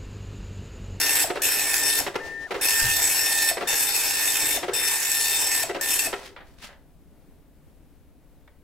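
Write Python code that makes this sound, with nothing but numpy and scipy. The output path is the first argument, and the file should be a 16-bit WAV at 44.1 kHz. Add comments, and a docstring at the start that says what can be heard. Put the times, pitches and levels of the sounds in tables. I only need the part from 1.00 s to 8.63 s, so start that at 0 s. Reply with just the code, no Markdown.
"""A nine-needle dot matrix printer prints a few lines on fanfold paper in a small room, then stops.
The needles hammer characters on a fixed column grid while the carriage stepper whines and the rail
rumbles. Between passes the belt twangs as the carriage brakes, and the paper feed clunks.
At the end the paper rustles and settles. Underneath: low room noise and one soft handling thump."""
import sys
import numpy as np
from scipy import signal
from scipy.fft import rfft, irfft, next_fast_len
from scipy.io import wavfile
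from scipy.ndimage import uniform_filter1d, map_coordinates

SR = 44100
rng = np.random.default_rng(int(sys.argv[2]) if len(sys.argv) > 2 else 0)


def master(y):
    """Save y as 16-bit WAV."""
    cut = np.clip(np.atleast_2d(y).T, -1, 1)
    pcm = np.round(cut * 32767)  # scale
    wavfile.write(sys.argv[1], SR, pcm.astype(np.int16))


N = 336483
TIME = np.arange(N) / SR
COLUMN_HZ, CHAR_COLUMNS = 1800, 12
NODE_SPACING_S = .6  # carriage travel between nodes of the whine's standing wave in the case

# Full-speed carriage passes, the third blank: start/s, end/s, needles/dB, buzz/dB, buzz node/s,
# whine/dB, whine node/s, whine swell/dB, rumble/dB, rumble rise/dB, brake twang/dB
PASSES = [ (0.0, 0.242, -15, -38.5, 0.19, -34.5, 0.22, 0.5, -36, -2, -20.5),
          (0.419, 1.006, -17, -40.5, 0.53, -34, 0.59, 4, -39, 6.5, -26.5),
          (1.205, 1.466, -91, -85, 1.3, -36, 1.13, 3, -45.5, -1.5, -42),
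          (1.612, 2.513, -16, -39.5, 2.13, -30.5, 2.15, 3.5, -41, 1, -21.5),
          (2.674, 3.574, -17.5, -38, 3.1, -38.5, 2.96, 9, -41.5, 7, -26.5),
          (3.735, 4.637, -17.5, -37, 3.97, -35, 3.785, 3, -44, 4.5, -23.5),
          (4.811, 5.072, -18, -47, 5, -32.5, 4.94, 2, -42, 4, -28), ]


def amp(db):
    """Decibels to gain."""
    return 10 ** (np.asarray(db) / 20)


def unit(x):
    """x at rms 1."""
    return x / np.sqrt(np.mean(x ** 2) + 1e-20)


def along(points, hz):
    """(f/Hz, value) points read on a log axis."""
    f, v = np.transpose(points)
    return np.interp(np.log(hz + 1), np.log(f + 1), v)


def wobble(rate_hz):
    """Smooth random curve with knots at rate_hz."""
    return map_coordinates(rng.standard_normal(int(N * rate_hz / SR) + 4), [TIME * rate_hz])


def fade(t, t60_s):
    """Exponential decay from t = 0."""
    return (t >= 0) * np.exp(-np.log(1000) * np.maximum(t, 0) / t60_s)


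def gate(start, end, ramp_s):
    """1 from start to end, linear ramps outside."""
    return np.interp(TIME, [start - ramp_s, start, end, end + ramp_s], [0, 1, 1, 0])


def add(track, at_s, sound):
    """Mix sound into track."""
    part = track[..., max(round(at_s * SR), 0):][..., :sound.shape[-1]]
    part += sound[..., :part.shape[-1]]


def coloured(x, gain):
    """Minimum-phase filter shaped as gain(hz); white noise keeps its power."""
    size = 2 * next_fast_len((x.shape[-1] + SR // 4) // 2)
    magnitude = np.maximum(unit(gain(np.fft.rfftfreq(size, 1 / SR))), 1e-6)
    cepstrum = irfft(np.log(magnitude))
    cepstrum[1:size // 2] *= 2
    cepstrum[size // 2 + 1:] = 0
    return irfft(rfft(x, size) * np.exp(rfft(cepstrum)), size)[..., :x.shape[-1]]


def noise(spectrum):
    """Mid/side noise, rms 1."""
    return unit(coloured(rng.standard_normal((2, N)), lambda hz: amp(along(spectrum, hz))))


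def tone(phase):
    """Mid/side sine, rms 1, wandering in direction."""
    return np.sqrt(2) * np.array([np.sin(phase), np.sin(phase + 1.5 * wobble(3))])


def drifting(x, depth_db, width_bins):
    """Peaks and notches wander over the spectrum."""
    spectra = signal.stft(x, nperseg=256)[2]
    field = rng.standard_normal(spectra.shape[1:])
    for _ in range(2):
        field = uniform_filter1d(field, size=width_bins, axis=0)
        field = uniform_filter1d(field, size=14, axis=1)
    return signal.istft(spectra * amp(depth_db * unit(field)), nperseg=256)[1][:, :N]


def standing_wave(node_s, spacing_s):
    """-1 as the carriage passes a node, +1 halfway between two."""
    return -np.cos(2 * np.pi * (TIME - node_s) / spacing_s)


def stereo(pair, left_db, left_lead_s=.8e-5):
    """Mid/side to left/right, widest in deep bass and treble; the left leads."""
    # Stereo width: f/Hz, side over mid/dB
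    width = [(25, 3), (40, 2), (62, -10), (500, -11), (1500, -8.5), (2800, -7), (5000, -3.7), (8000, -4.8),
             (12000, -5.6)]
    size = next_fast_len(N + SR // 4)
    hz = np.fft.rfftfreq(size, 1 / SR)
    mid, side = rfft(pair, size)
    side = side * amp(along(width, hz))
    lean = amp(left_db) * np.exp(1j * np.pi * hz * left_lead_s)
    return irfft(np.array([(mid + side) * lean, (mid - side) / lean]), size)[:, :N]


def background(level_db=-55.5):
    """Low room noise that swells a little."""
    # Room noise spectrum: f/Hz, density/dB
    air = [(15, -18.5), (45, -15.5), (90, -20), (118, -31.5), (150, -19), (195, -27), (290, -22),
           (340, -30), (480, -32), (700, -36.5), (1100, -43.5), (2200, -48), (6000, -56), (9000, -54),
           (15500, -53.5)]
    return amp(level_db + wobble(6)) * noise(air)


def room(x):
    """Diffuse tail; the treble dies first."""
    # Reverberation time: f/Hz, t60/s
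    decay = [(200, 0.85), (2000, .36), (8000, 0.29), (15000, 0.17)]
    hz, t, spectra = signal.stft(rng.standard_normal((2, SR // 2)), SR, nperseg=256)
    tail = signal.istft(spectra * fade(t, along(decay, hz)[:, None]), SR, nperseg=256)[1]
    tail = np.pad(tail / np.linalg.norm(tail[0]), ((0, 0), (SR // 200, 0)))
    return signal.oaconvolve(x, tail, axes=1)[:, :N]


def thump(at_s=1.817, rise_t60_s=.02, fall_t60_s=.61, level_db=-30):
    """Soft handling thump, near the centre."""
    envelope = amp(level_db) * fade(TIME - at_s, fall_t60_s) * (1 - fade(TIME - at_s, rise_t60_s))
    bass = noise([(20, -.5), (100, 4), (170, -6.5), (400, -51), (1500, -78.5)])  # f/Hz, density/dB
    return envelope * bass * [[1], [.5]]


def paper(rustle_db=3, crinkle_db=2, tap_db=-1):
    """The sheet slides in short swishes, crinkles and taps as it settles."""
    # Swishes: peak/s, level/dB, rise t60/s, fall t60/s
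    swishes = [(5.165, -47, .05, .25), (5.258, -46, 0.22, 0.19), (5.47, -64, .1, 0.53),
               (5.586, -58.5, .015, .1), (5.626, -49.5, .04, 0.075), (5.65, -43.5, .12, .14)]
    # Light knocks: t/s, level/dB, t60/s
    taps = [(5.363, -38, 0.17), (5.405, -47.5, 0.16), (5.69, -45.5, 0.16), (5.728, -50.5, 0.11),
            (7.477, -48.5, 0.052)]
    # Rustle and tap spectra: f/Hz, density/dB
    rustle_spectrum = [(400, -8), (1000, -5.5), (2000, -2), (3300, -4.5), (5200, -7), (7500, -13.5),
                       (11000, -17.5), (15500, -24)]
    tap_spectrum = [(150, -26.5), (600, 2), (1100, -5.5), (1800, -1.5), (2700, -9.5), (3600, -12),
                    (6000, -34), (12000, -48)]
    sliding = sum(amp(db) * np.maximum(fade(peak_s - TIME, rise_s), fade(TIME - peak_s, fall_s))
                  for peak_s, db, rise_s, fall_s in swishes)
    rustle = sliding * amp(rustle_db + crinkle_db * wobble(250)) * noise(rustle_spectrum)
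    tapping = sum(amp(db + tap_db) * fade(TIME - at_s, t60_s) for at_s, db, t60_s in taps)
    return rustle + tapping * noise(tap_spectrum)


def frame_gain(hz):
    """The frame resonates and radiates little bass or treble."""
    # Frame modes: f/Hz, width/Hz, level/dB
    modes = [(393, 100, -2), (547, 89, -5), (715, 20, 0), (866, 43, -9), (1344, 36, -7), (1980, 110, -12.5),
             (2720, 80, -13)]
    response = sum((-1) ** k * amp(db) * 1j * hz * width / (centre ** 2 - hz ** 2 + 1j * hz * width)
                   for k, (centre, width, db) in enumerate(modes))
    return abs(response) / (1 + (230 / (hz + 1)) ** 4) / (1 + (hz / 3000) ** 2)


def paper_feed(step_hz=380, gear_t60_s=.014, ring_t60_s=.045, rise_t60_s=.00593,
               frame_db=-3, clatter_db=-.66, kick_db=4, hum_db=-10):
    """Bursts of motor steps rattle the gears, hardest as slack is taken up; the frame hums."""
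    # Feed steps and carriage stops: t/s, level/dB, length/s, clatter/dB
    clunks = [ (0.301, -22.5, 0.011, -6.5), (0.355, -27.5, .022, -5), (1.064, -29, 0.021, -0.5),
              (1.142, -34, .008, -4.5), (1.154, -24.5, 0.0093, -4), (1.507, -28, .018, -2),
              (1.542, -30, .023, -2.5), (2.569, -29, .015, -2.5), (2.608, -30, 0.028, -1.5),
              (3.629, -27, .017, -4.5), (3.68, -27.5, 0.018, -5), (4.693, -29, 0.022, -6),
              (4.746, -29.5, 0.024, -3), (5.128, -27.5, .015, -2), ]
    # Gear clatter spectrum: f/Hz, density/dB
    clatter_spectrum = [(100, -22), (350, -3), (900, -1), (1150, -5), (2000, -4.5), (2500, -9), (4000, -14),
                        (7000, -28.5), (15000, -38)]
    push, hum = np.zeros((2, 2, N))
    rattle, t = np.zeros(N), np.arange(SR // 8) / SR
    for at_s, db, length_s, bright_db in clunks:
        rate_hz = step_hz * (1 + .04 * rng.standard_normal())
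        drive = amp(db) * (1 - fade(t, rise_t60_s)) * fade(np.maximum(t - length_s, 0), ring_t60_s)
        teeth = drive * amp(kick_db * fade(t, .04)) * unit(fade(t % (1 / rate_hz), gear_t60_s))
        add(push, at_s, teeth * rng.standard_normal((2, len(t))))
        add(rattle, at_s, teeth * amp(bright_db))
        swing = np.sqrt(2) * np.sin(2 * np.pi * rate_hz * t + rng.uniform(0, 2 * np.pi, (2, 1)))
        add(hum, at_s, drive * amp(-bright_db) * (1 - fade(t, .06)) * swing)  # more clatter, less hum
    clatter = amp(clatter_db) * rattle * noise(clatter_spectrum)
    return amp(frame_db) * coloured(push, frame_gain) + amp(hum_db) * hum + clatter


def brakes(start_hz=730, end_hz=480, sag_s=.03, t60_s=.055, rough_rad=.43, level_db=3):
    """The belt twangs and sags in pitch as the carriage slows."""
    twangs, t = np.zeros((2, N)), np.arange(SR // 8) / SR
    phase = 2 * np.pi * np.cumsum(np.interp(t, [0, sag_s], [start_hz, end_hz])) / SR
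    envelope = fade(t, t60_s) * (1 - fade(t, .0072))
    for _, end, *_, db in PASSES:
        shake = rough_rad * unit(uniform_filter1d(rng.standard_normal(len(t)), size=200))
        add(twangs, end, amp(db + level_db) * np.sin(phase + shake) * envelope)
    return twangs


def carriage(ramp_s=.08, pull_db=-42, brake_db=-50, whine_db=-2, rumble_db=-2, hum_db=-9,
             hunt_rad=.4, cog_rad=.15):
    """The stepper ramps to one step a column; its whine swells and fades along the rumbling rail."""
    # Rail rumble spectrum: f/Hz, density/dB
    rumble_spectrum = [(40, -6.5), (140, -7.5), (205, -19), (270, -2.5), (400, -3.5), (640, -2.5),
                       (850, -4), (1150, -11.5), (2000, -8.5), (3200, -13.5), (6000, -16.5), (15000, -32)]
    # Coil and belt drive hums: period/motor steps
    hum_periods = [4, 4.4, 6]
    speed, cruising, whine_gain, rumble_gain = np.zeros((4, N))
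    for start, end, *_, stepper_db, node_s, swell_db, rail_db, rise_db, _ in PASSES:
        moving, at_speed = gate(start, end, ramp_s), gate(start, end, .005)
        late_in_pass = np.clip((TIME - start) / (end - start), 0, 1) ** 4.4
        speed += moving
        cruising += at_speed
        swell = standing_wave(node_s, NODE_SPACING_S)
        whine_gain += at_speed * amp(stepper_db + whine_db + swell_db * swell)
        whine_gain += (1 - at_speed) * moving * amp(np.where(TIME < start, pull_db, brake_db))
        rumble_gain += moving ** .18 * amp(rail_db + rise_db * late_in_pass)
    phase = 2 * np.pi * np.cumsum(speed) * COLUMN_HZ / SR
    cogging = cog_rad * (np.sin(phase / 24) + np.sin(phase / 12))
    flutter = .12 * wobble(49)
    hunting = hunt_rad * (1 - cruising) * wobble(500)  # the rotor hunts on the ramps
    whine = whine_gain * amp(wobble(150)) * tone(phase + cogging + flutter + hunting)
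    hum = sum(np.sin(phase / steps + .6 * wobble(15)) for steps in hum_periods)
    rumble = noise(rumble_spectrum) * amp(2.9 * wobble(30)) + amp(hum_db) * cruising * hum
    return whine + rumble_gain * amp(rumble_db) * rumble


def head_buzz(second_db=-6.5, third_db=-7, swell_db=3, pulse_depth=.9, waver_rad=1.05):
    """The head buzzes at 2 and 3 times the column rate; the upper tone pulses with each character."""
    printing, swell = np.zeros((2, N))
    for start, end, _, buzz_db, node_s, *_ in PASSES:
        on = gate(start, end, .003)
        printing += on * amp(buzz_db)
        swell += on * standing_wave(node_s, NODE_SPACING_S / 2)
    phase = 2 * np.pi * COLUMN_HZ * TIME + .13 * wobble(45)
    pulse = 1 + pulse_depth * np.cos(2 * np.pi * COLUMN_HZ / CHAR_COLUMNS * TIME)
    second = amp(second_db + swell_db * swell + 5 * wobble(90)) * tone(2 * phase)
    third = amp(third_db + 3.3 * wobble(25)) * tone(3 * phase + waver_rad * wobble(160))
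    return printing * (second + third * pulse)


def glyphs(count=40, needles=9, dot_share=.24, stem_share=.09):
    """Random font: dots[glyph, column, needle]."""
    dots = rng.random((count, CHAR_COLUMNS, needles)) < dot_share
    stems = rng.random((count, CHAR_COLUMNS, 1)) < stem_share
    dots |= stems & (rng.random(dots.shape) < .8)
    dots[:, -2:] = False  # gap between characters
    for column in range(1, CHAR_COLUMNS):
        dots[:, column] &= ~dots[:, column - 1]  # a needle needs one column to return
    return dots


def strikes(jitter_s=1.8e-5, flutter_s=1.4e-5, force_spread_db=2, character_spread_db=2):
    """One impact track per needle: random text on the column grid."""
    font = glyphs()
    tracks, flutter = np.zeros((font.shape[-1], N)), flutter_s * wobble(45)
    for start, end, needles_db, *_ in PASSES:
        text = np.vstack(font[rng.integers(len(font), size=160)])
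        flight, force = rng.standard_normal((2, *text.shape))
        column, needle = np.nonzero(text[:int((end - start) * COLUMN_HZ)])
        db = needles_db + force_spread_db * force[column, needle]
        db += character_spread_db * rng.standard_normal(len(text))[column // CHAR_COLUMNS]
        hit_s = start + column / COLUMN_HZ
        hit_s += np.interp(hit_s, TIME, flutter) + jitter_s * flight[column, needle]
        tracks[needle, np.clip(np.rint(hit_s * SR).astype(int), 0, N - 1)] = amp(db)
    return tracks * np.sqrt(SR / COLUMN_HZ / font.mean() / len(font))


def print_head(tick_t60_s=.015, tick_db=-3, drift_db=2,
               platen_hz=2590, platen_t60_s=.0097, platen_db=-19):
    """Each needle has its own tick, whose paths through the case shift as the head travels."""
    # Needle tick spectrum: f/Hz, density/dB
    tick_spectrum = [(150, -41), (400, -26.5), (800, -9.5), (1200, -11.5), (1700, 0.5), (3200, -4.5),
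                     (7000, -3.5), (9400, -9.5), (12000, -5.5), (14000, -7), (15700, -11)]
    # Resonances and dips in the ticks' colour: f/Hz, width/Hz, lift/dB
    # A narrow notch near 1800 Hz keeps the whine clear.
    bands = [(853, 260, 6.5), (1793, 25, -6.5), (2396, 590, -2), (4480, 350, 1.5), (5457, 330, 6.5),
             (6440, 49, 4), (7760, 660, 9), (8500, 1600, 6), (10610, 1900, 7.5), (12850, 1900, 5.5)]

    def tick_gain(hz):
        lift_db = sum(db / (1 + (2 * (hz - centre) / width) ** 2) for centre, width, db in bands)
        return amp(along(tick_spectrum, hz) + lift_db)

    tracks, t, ticks = strikes(), np.arange(SR // 60) / SR, np.zeros((2, N))
    for track in tracks:
        paths = rng.standard_normal((2, 2, len(t))) * fade(t, tick_t60_s)
        paths /= np.linalg.norm(paths, axis=-1, keepdims=True)
        turn = 2 * np.pi * (rng.uniform(1, 3) * TIME + rng.random())
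        for path, share in zip(paths, (np.cos(turn), np.sin(turn))):
            ticks += signal.oaconvolve((track * share)[None], path, axes=1)[:, :N]
    ticks = drifting(coloured(ticks, tick_gain), drift_db, width_bins=6)
    # needles that land together ring the platen in step
    ring = np.sin(2 * np.pi * platen_hz * t) * fade(t, platen_t60_s) * (1 - fade(t, .0071))
    platen = signal.oaconvolve(tracks.sum(0), ring / np.linalg.norm(ring))[:N]
    return amp(tick_db) * ticks + amp(platen_db) * platen * [[1], [.5]]


def scene(head_room_db=-5, knocks_room_db=-10):
    """Printer nearly straight ahead; the room noise leans left."""
    head = print_head() + head_buzz()
    knocks = paper_feed() + brakes() + paper()
    reverb = room(amp(head_room_db) * head + amp(knocks_room_db) * knocks)
    foreground = head + knocks + reverb + carriage() + thump()
    return stereo(foreground, left_db=.27) + stereo(background(), left_db=1.2)


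def record(dry, top_hz=15800):
    """Brick-wall low-pass."""
    size = next_fast_len(N + SR // 4)
    passband = np.fft.rfftfreq(size, 1 / SR) < top_hz
    return irfft(rfft(dry, size) * passband, size)[:, :N]


dry = scene()
out = record(dry)
master(out)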